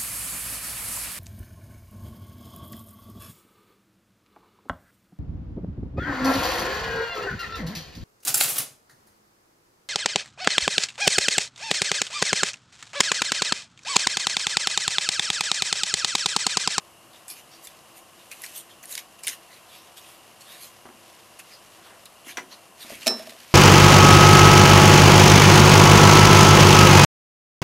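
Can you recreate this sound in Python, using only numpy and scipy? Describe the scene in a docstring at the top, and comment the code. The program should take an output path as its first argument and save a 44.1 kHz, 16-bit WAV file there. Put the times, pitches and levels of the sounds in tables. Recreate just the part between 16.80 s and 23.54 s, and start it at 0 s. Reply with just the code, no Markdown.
"""Wet dragging, hiss and sharp ticks, close up: gloved fingers and a tool work gritty putty into a statue.
Strokes are friction noise through shifting wet pockets; sand grains snap under the tool.
Taps ring the statue's damped modes and a palm rubs it. Near the end a steel tool is put down:
it rings, the wooden bench thuds and a loose object rocks to rest. A workshop fan runs throughout."""
import sys
import numpy as np
from scipy import signal
from scipy.fft import rfft, irfft, next_fast_len
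from scipy.io import wavfile
from scipy.ndimage import uniform_filter1d, map_coordinates

SR = 44100
rng = np.random.default_rng(int(sys.argv[2]) if len(sys.argv) > 2 else 0)


def wrap_up_sound(samples):
    """Save the sound to the file named by the first command line argument, as 16-bit audio."""
    columns = np.atleast_2d(samples).T
    # keep every value between -1 and 1, then stretch to whole-number steps
    tamed = np.clip(columns, -1, 1)
    steps = np.round(tamed * 32767).astype(np.int16)
    wavfile.write(sys.argv[1], SR, steps)


N = 297234
EVENT_T_S = np.arange(SR // 2) / SR  # time axis of one event
HISS_TOP_HZ = 14500

# putty drag spectrum: f/Hz, level/dB
DRAG_SPECTRUM = [(60, -50), (250, -13), (600, -9), (1200, -8), (1800, 0.5), (2500, 0), (3300, -0.5),
                 (5000, -2.5), (6500, -6.5), (9000, -30), (16000, -41)]
# sand hiss spectrum: f/Hz, level/dB
GRIT_SPECTRUM = [(300, -70), (2000, -43), (5000, -19), (6800, -3), (8200, -1), (9700, 1.5), (12000, 2),
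                 (14000, -3), (15500, -46)]
# statue's dense, dead ring between its modes: f/Hz, level/dB
CLACK_SPECTRUM = [(50, -63), (130, -29), (200, -13), (380, -9.5), (680, -6.5), (930, -2), (1900, 0),
                  (2700, -2), (4200, -8), (7000, -10), (9000, -11), (15000, -15)]


def strokes():
    """Each push drags through one contact resonance while the sand hisses above it."""
    # pushes: peak t/s, length/s, drag level/dB, grit level/dB, resonance f/Hz
    pushes = [(.354, .11, -55.5, -62, 3830), (0.508, 0.077, -45, -39, 4300),
              (0.571, 0.11, -51, -49.5, 2800), (.735, 0.11, -51.5, -60, 4550),
              (0.849, 0.089, -54, -48.5, 6460), (1.171, 0.085, -55, -52.5, 3000),
              (1.408, 0.077, -58, -66, 3400), (1.522, 0.041, -44, -44, 2650),
              (1.64, 0.035, -40.5, -39, 2200), (1.691, 0.46, -52, -50.5, 2770),
              (1.772, 0.09, -41, -37.5, 3540), (1.912, .09, -54, -60, 3600), (2.039, 0.04, -45, -46, 1860),
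              (2.119, 0.12, -44, -38, 3820), (2.181, 0.05, -38, -42.5, 2250),
              (2.393, 0.032, -50, -53, 3700), (2.443, 0.046, -41, -44, 6740),
              (2.482, 0.066, -35.5, -37.5, 4700), (2.528, 0.064, -42.5, -43.5, 5260),
              (2.736, 0.16, -52, -57.5, 2030), (2.956, 0.18, -50, -56, 3770),
              (3.178, .045, -44.5, -47.5, 3800), (3.291, 0.3, -53, -55.5, 2800),
              (3.614, 0.043, -47.5, -47.5, 5150), (3.731, 0.25, -48.5, -51, 3560),
              (3.837, .14, -48, -45.5, 4170), (4.597, 0.031, -42, -49, 2730),
              (4.734, 0.12, -49.5, -58, 4600), (5.059, 0.089, -52, -61, 3450),
              (5.261, .018, -41, -74, 3830), (5.491, .11, -41, -47, 2920), (5.725, 0.074, -44.5, -57, 4400),
              (6.027, 0.088, -43.5, -47, 3920), (6.129, 0.2, -47, -48.5, 2600),
              (6.225, 0.056, -43, -48, 2700), (6.722, .065, -51, -66, 4870)]
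    out, t = np.zeros(N), EVENT_T_S - 0.25
    for at_s, length_s, drag_db, grit_db, peak_hz in pushes:
        rise_s = length_s * min(0.42 * (10 * length_s) ** 0.25, 0.75)  # long wipes swell more slowly
        push = amp(-20 * np.abs(t / np.where(t < 0, rise_s, length_s - rise_s)) ** 1.77)
        squelch_db = 4.2 * min(1, np.sqrt(0.16 / length_s))  # long wipes average the pockets out
        slips = wet_pockets(friction(len(t), spread=0.66, clump_db=1), squelch_db)
        peak_db = 7.5 - 0.2 * (grit_db - drag_db)
        contact_db = lambda hz: peak_db * resonance(hz, peak_hz, 0.34 * peak_hz)
        drag = filtered(slips, lambda hz: amp(log_interp(DRAG_SPECTRUM, hz) + contact_db(hz)))
        grit = filtered(slips, lambda hz: amp(log_interp(GRIT_SPECTRUM, hz)))
        add(out, at_s - 0.25, push * (amp(drag_db) * unit_rms(drag) + amp(grit_db) * unit_rms(grit)))
    return out


def friction(n, spread, clump_db):
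    """Dense, clumped stream of tiny slips with log-normal spread in size."""
    slips = rng.standard_normal(n) * np.exp(spread * rng.standard_normal(n))
    return slips * amp(clump_db * wobble(260, n))


def wet_pockets(x, depth_db):
    """Pockets open and close under the finger: narrow, shifting resonances."""
    spectrum = signal.stft(x, nperseg=512)[2]
    field = rng.standard_normal(spectrum.shape)
    for _ in range(2):
        field = uniform_filter1d(uniform_filter1d(field, size=5, axis=0), size=6, axis=1)
    return signal.istft(spectrum * amp(depth_db * unit_rms(field)), nperseg=512)[1][:len(x)]


def snaps():
    """A grain gives way and rings its pocket: small pockets brighter, strong snaps shorter and fuller."""
    # grain snaps: t/s, level/dB, pocket f/Hz
    grains = [(.481, -29, 7900), (0.501, -36, 4400), (.8485, -37, 7700), (0.871, -32, 3460),
              (1.5143, -32, 2580), (1.517, -36.5, 4100), (1.6187, -32, 11000), (1.637, -29.5, 1970),
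              (1.6626, -31.5, 4340), (2.028, -38, 6530), (2.055, -32, 9600), (2.1242, -31, 3940),
              (2.1523, -22.5, 5000), (2.1773, -24.5, 2260), (2.4348, -28.5, 8000), (2.4691, -18, 9600),
              (2.473, -15.5, 3640), (2.4804, -15.5, 9500), (2.485, -26.5, 2100), (2.4893, -26, 5050),
              (2.4966, -25, 1960), (4.59, -37, 9500), (5.2551, -37, 4050), (6.152, -37, 2520)]
    # snap spectrum: f/Hz, level/dB
    spectrum = [(60, -58), (500, -37), (1150, -27), (1550, 0.5), (2200, 2.5), (3000, -0.5), (3700, 1.5),
                (4400, 0), (5200, -1), (7500, 3), (9600, 4), (12000, -2), (14000, -7), (16000, -23)]
    out = np.zeros(N)
    for at_s, level_db, pocket_hz in grains:
        force_db = level_db + 32  # re a medium snap
        t60_s = 0.02 / 2 ** (force_db / 24)
        tilt_db_per_oct = 1.5 + 1.5 * np.log2(pocket_hz / 4000) - 0.25 * force_db
        tilt_db = lambda hz: tilt_db_per_oct * np.log2(np.maximum(hz / 1500, 1))
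        pocket_db = lambda hz: (15.5 - 0.31 * force_db) * resonance(hz, pocket_hz, 0.11 * pocket_hz)
        colour_db = lambda hz: log_interp(spectrum, hz) + tilt_db(hz) + pocket_db(hz)
        tick = burst(colour_db, t60_s, rise_s=t60_s / 40)  # sticky ones let go slowly
        add(out, at_s, amp(level_db + 1.5) * tick)
    return out


def smear():
    """The glove slides lightly over the wet surface, more firmly near the end."""
    # smear envelope: t/s, level/dB
    envelope = [(0, -63.5), (1.3, -59), (2.3, -62.5), (3.1, -58.5), (4.8, -56.5), (5.4, -61), (5.93, -60.5),
                (6.05, -47.5), (6.74, -51.5)]
    level_db = np.interp(np.arange(N) / SR, *np.transpose(envelope)) + 2.1 * wobble(18, N)
    colour = lambda hz: amp(log_interp(DRAG_SPECTRUM, hz)) + amp(log_interp(GRIT_SPECTRUM, hz) - 9.5)
    slips = friction(N, spread=0.47, clump_db=2.3)
    return amp(level_db) * unit_rms(filtered(slips, lambda hz: colour(hz) * (hz < HISS_TOP_HZ)))


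def bench_knocks():
    """The steel tool lands end by end; the boards boom and a loose object rattles."""
    # tool contacts: t/s, thud level/dB, rattle level/dB, steel level/dB, crack level/dB
    contacts = [(6.103, -62, -37.5, -80, -68), (6.2616, -38.5, -25.5, -48, -27),
                (6.2686, -32, -23.5, -25, -14), (6.2772, -38, -46, -23.3, -13.5),
                (6.303, -32, -33, -66, -45)]
    # modes of bench, loose object and tool: f/Hz, level/dB, t60/s
    bench_modes = [(223, -7, .35), (247, -1, .55), (350, -6, .2), (383, -1, .33), (451, -6, .3),
                   (540, -5, .2), (764, -6, .15), (1170, -9, .18)]
    rattle_modes = [(603, 1, 0.059), (647, 4, 0.085), (665, -2.5, 0.1)]
    steel_modes = [(1782, -16, .24), (2750, -14, .12), (3979, -7.5, .26), (4710, -14, .11), (5339, 0, .25),
                   (5900, -12, .14), (8450, -16, .25), (14060, -15, .12)]
    # spectra of the boards' boom and the steel-on-wood crack: f/Hz, level/dB
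    boom_spectrum = [(40, -56), (150, -22), (230, 3), (300, -7), (380, -2), (700, -2), (1400, -8),
                     (4000, -40), (12000, -50)]
    crack_spectrum = [(60, -61), (250, -23), (600, -8), (1400, -5), (1800, -7), (2100, 1), (2550, 9),
                      (3100, -3.5), (3900, 5.5), (6800, 1.5), (8000, -2.5), (12000, -5), (16000, -18)]
    out = np.zeros(N)
    for at_s, thud_db, rattle_db, steel_db, crack_db in list(contacts) + rocking(count=4):
        boards = amp(-0.5) * ring(bench_modes, scatter_db=2.3)
        boom = amp(-1) * burst(lambda hz: log_interp(boom_spectrum, hz), t60_s=0.26)
        thud = amp(thud_db) * (boards + boom) * attack(0.0017)
        rattle = amp(rattle_db) * ring(rattle_modes, scatter_db=2.5) * attack(0.00037)
        steel = amp(steel_db) * ring(steel_modes, scatter_db=1)
        crack = amp(crack_db) * burst(lambda hz: log_interp(crack_spectrum, hz), t60_s=0.035)
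        add(out, at_s, thud + rattle + steel + crack)
    return out


def rocking(count):
    """Contact rows for the jolted object, which falls back ever sooner and more softly."""
    jolt_s, first_flight_s, flight_ratio, loss_db = 6.2686, 0.1245, 0.63, 6.5
    rows = []
    for k in range(count):
        at_s = jolt_s + first_flight_s * (1 - flight_ratio ** (k + 1)) / (1 - flight_ratio)
        rattle_db = -31.5 - loss_db * k
        thud_db = rattle_db - 14.5
        crack_db = rattle_db - 10 - 2 * loss_db * k  # soft falls hardly tick
        rows.append((at_s, thud_db, rattle_db, -np.inf, crack_db))
    return rows


def statue_taps():
    """A hard contact draws a short, dead clack from the statue; a soft finger only a thump."""
    # hand and tool taps: t/s, level/dB, contact cutoff f/Hz
    taps = [(4.0545, -38, 800), (4.088, -41, 600), (5.468, -44, 400), (5.5713, -24, 9000),
            (5.5785, -26, 1700), (6.047, -43, 350), (6.121, -37, 330)]
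    # statue modes: f/Hz, level/dB, t60/s
    modes = [(252, -14.5, 0.1), (369, -10.5, 0.065), (986, -8, 0.087), (1410, -1, 0.028), (1990, -2, 0.069),
             (2920, -14, .05), (5900, 8, 0.037), (6260, -3, 0.022)]
    out = np.zeros(N)
    for at_s, level_db, cutoff_hz in taps:
        rolloff_db = lambda hz: 20 * np.log10(1 + (hz / cutoff_hz) ** 2)
        clack = burst(lambda hz: log_interp(CLACK_SPECTRUM, hz) - rolloff_db(hz), t60_s=0.079)
        tone = ring(modes, scatter_db=1.5, cutoff_hz=cutoff_hz)
        add(out, at_s, amp(level_db) * (amp(-4.5) * tone + amp(-3) * clack))
    return out


def palm_rub():
    """The palm slides over the statue: a rush from its body, dulled by the soft glove."""
    peak_s, length_s, level_db, cutoff_hz = 5.09, 0.27, -53, 1300
    out, t = np.zeros(N), EVENT_T_S - 0.25
    body = lambda hz: amp(log_interp(CLACK_SPECTRUM, hz)) / (1 + (hz / cutoff_hz) ** 2)
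    swell = amp(level_db - 20 * (2 * t / length_s) ** 2)
    slips = friction(len(t), spread=0.4, clump_db=0)
    add(out, peak_s - 0.25, swell * unit_rms(filtered(slips, body)))
    return out


def fan():
    """Steady ventilation rush, nearly alike in both ears except in the bass."""
    # rush spectrum: f/Hz, level/dB
    spectrum = [(12, -54), (20, -18), (178, -4), (229, -5), (337, -11.5), (484, -4), (693, -1), (818, -8.5),
                (1210, -7.5), (2410, -15), (2770, -5.5), (3550, -18), (10500, -14), (13800, -21),
                (15000, -29)]
    # duct resonances: f/Hz, width/Hz, gain/dB
    ducts = [(104, 21, 5), (337, 43, 13), (772, 53, 4.5), (1046, 300, 7.5), (2920, 340, 2.5),
             (10300, 700, 0.5)]
    # left-right likeness: f/Hz, correlation
    correlation = [(30, 0), (60, 0.66), (125, 0.6), (500, 0.96), (12000, 0.94)]
    duct_db = lambda hz: sum(db * resonance(hz, peak_hz, width_hz) for peak_hz, width_hz, db in ducts)
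    colour = lambda hz: amp(log_interp(spectrum, hz) + duct_db(hz)) * (hz < HISS_TOP_HZ)
    angle_rad = lambda hz: np.arccos(np.clip(log_interp(correlation, hz), -1, 1)) / 2
    split = lambda hz: [np.cos(angle_rad(hz)), np.sin(angle_rad(hz))]
    mid, side = filtered(rng.standard_normal((2, N)), lambda hz: colour(hz) * split(hz))
    return amp(-52.5) * unit_rms(np.array([mid + side, mid - side]))


def room(x, wet_db, width=0.15):
    """Direct sound plus the workshop's short echo, longest in the bass."""
    # echo decay: f/Hz, t60/s
    walls = [(200, 0.51), (1000, 0.2), (4000, 0.17), (14000, 0.18)]
    hz, t, noise = signal.stft(rng.standard_normal((2, SR // 2)), SR, nperseg=256)
    envelope = amp(-60 * t / log_interp(walls, hz)[:, None]) * (1 - np.exp(-t / 0.0073))
    tail = signal.istft(noise * envelope, SR, nperseg=256)[1]
    mid, side = signal.fftconvolve(x[None], tail / np.linalg.norm(tail[0]), axes=1)[:, :N]
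    return x + amp(wet_db) * np.array([mid + width * side, mid - width * side])


def ring(modes, scatter_db, cutoff_hz=20000):
    """Struck modes, initial rms 1; a soft contact cuts the high ones."""
    hz, level_db, t60_s = np.transpose(modes)[:, :, None]
    gain = amp(level_db + scatter_db * rng.standard_normal(hz.shape)) / (1 + (hz / cutoff_hz) ** 2)
    polarity = rng.choice([-1, 1], hz.shape)
    waves = gain * polarity * np.sin(2 * np.pi * hz * EVENT_T_S) * amp(-60 * EVENT_T_S / t60_s)
    return waves.sum(0) / np.sqrt(np.sum(gain ** 2) / 2)


def burst(colour_db, t60_s, rise_s=0.0001):
    """Decaying noise through a minimum-phase filter, which rings only after the blow."""
    n = len(EVENT_T_S)
    gain = amp(colour_db(np.fft.rfftfreq(n, 1 / SR)))
    cepstrum = irfft(np.log(unit_rms(gain) + 1e-6), n)
    causal_fold = 1 + np.sign(np.fft.fftfreq(n))
    puff = rng.standard_normal(n) * amp(-60 * EVENT_T_S / t60_s) * attack(rise_s)
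    return irfft(rfft(puff) * np.exp(rfft(cepstrum * causal_fold)), n)


def attack(rise_s):
    """Exponential onset, 0 to 1."""
    return 1 - np.exp(-EVENT_T_S / rise_s)


def amp(db):
    """Decibels to gain."""
    return 10 ** (np.asarray(db) / 20)


def unit_rms(x):
    """Scale to rms 1."""
    return x / np.sqrt(np.mean(x ** 2) + 1e-20)


def log_interp(points, hz):
    """Interpolate (f/Hz, value) points over log frequency."""
    knots_hz, values = np.transpose(points)
    return np.interp(np.log(hz + 1), np.log(knots_hz + 1), values)


def resonance(hz, centre_hz, width_hz):
    """Resonance curve, peak 1."""
    return 1 / (1 + (2 * (hz - centre_hz) / width_hz) ** 2)


def filtered(x, response):
    """Zero-phase filter with gain response(hz)."""
    n = x.shape[-1]
    n_fft = next_fast_len(n + 2048)
    return irfft(rfft(x, n_fft) * response(np.fft.rfftfreq(n_fft, 1 / SR)), n_fft)[..., :n]


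def wobble(rate_hz, n):
    """Smooth random curve with knots at rate_hz."""
    knots = rng.standard_normal(int(n * rate_hz / SR) + 4)
    return map_coordinates(knots, [np.arange(n) * rate_hz / SR])


def add(track, at_s, sound):
    """Mix a sound into the track from at_s."""
    start = round(at_s * SR)
    sound = sound[max(-start, 0):N - start]
    track[max(start, 0):][:len(sound)] += sound


def pan(right_db):
    """Channel gains, right over left by right_db."""
    return amp(np.array([[-right_db], [right_db]]) / 2)


def scene():
    """Hands and statue near centre, bench slightly right, fan slightly left."""
    hands = room(strokes() + smear() + snaps(), wet_db=-11) * pan(right_db=0.5)
    statue = room(statue_taps() + palm_rub(), wet_db=-9)
    bench = room(bench_knocks(), wet_db=-13) * pan(right_db=1.5)
    return hands + statue + bench + fan() * pan(right_db=-1.5)


def record(dry):
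    """Brick-wall low-pass at 15.8 kHz."""
    return filtered(dry, lambda hz: hz < 15800)


dry = scene()
out = record(dry)
wrap_up_sound(out)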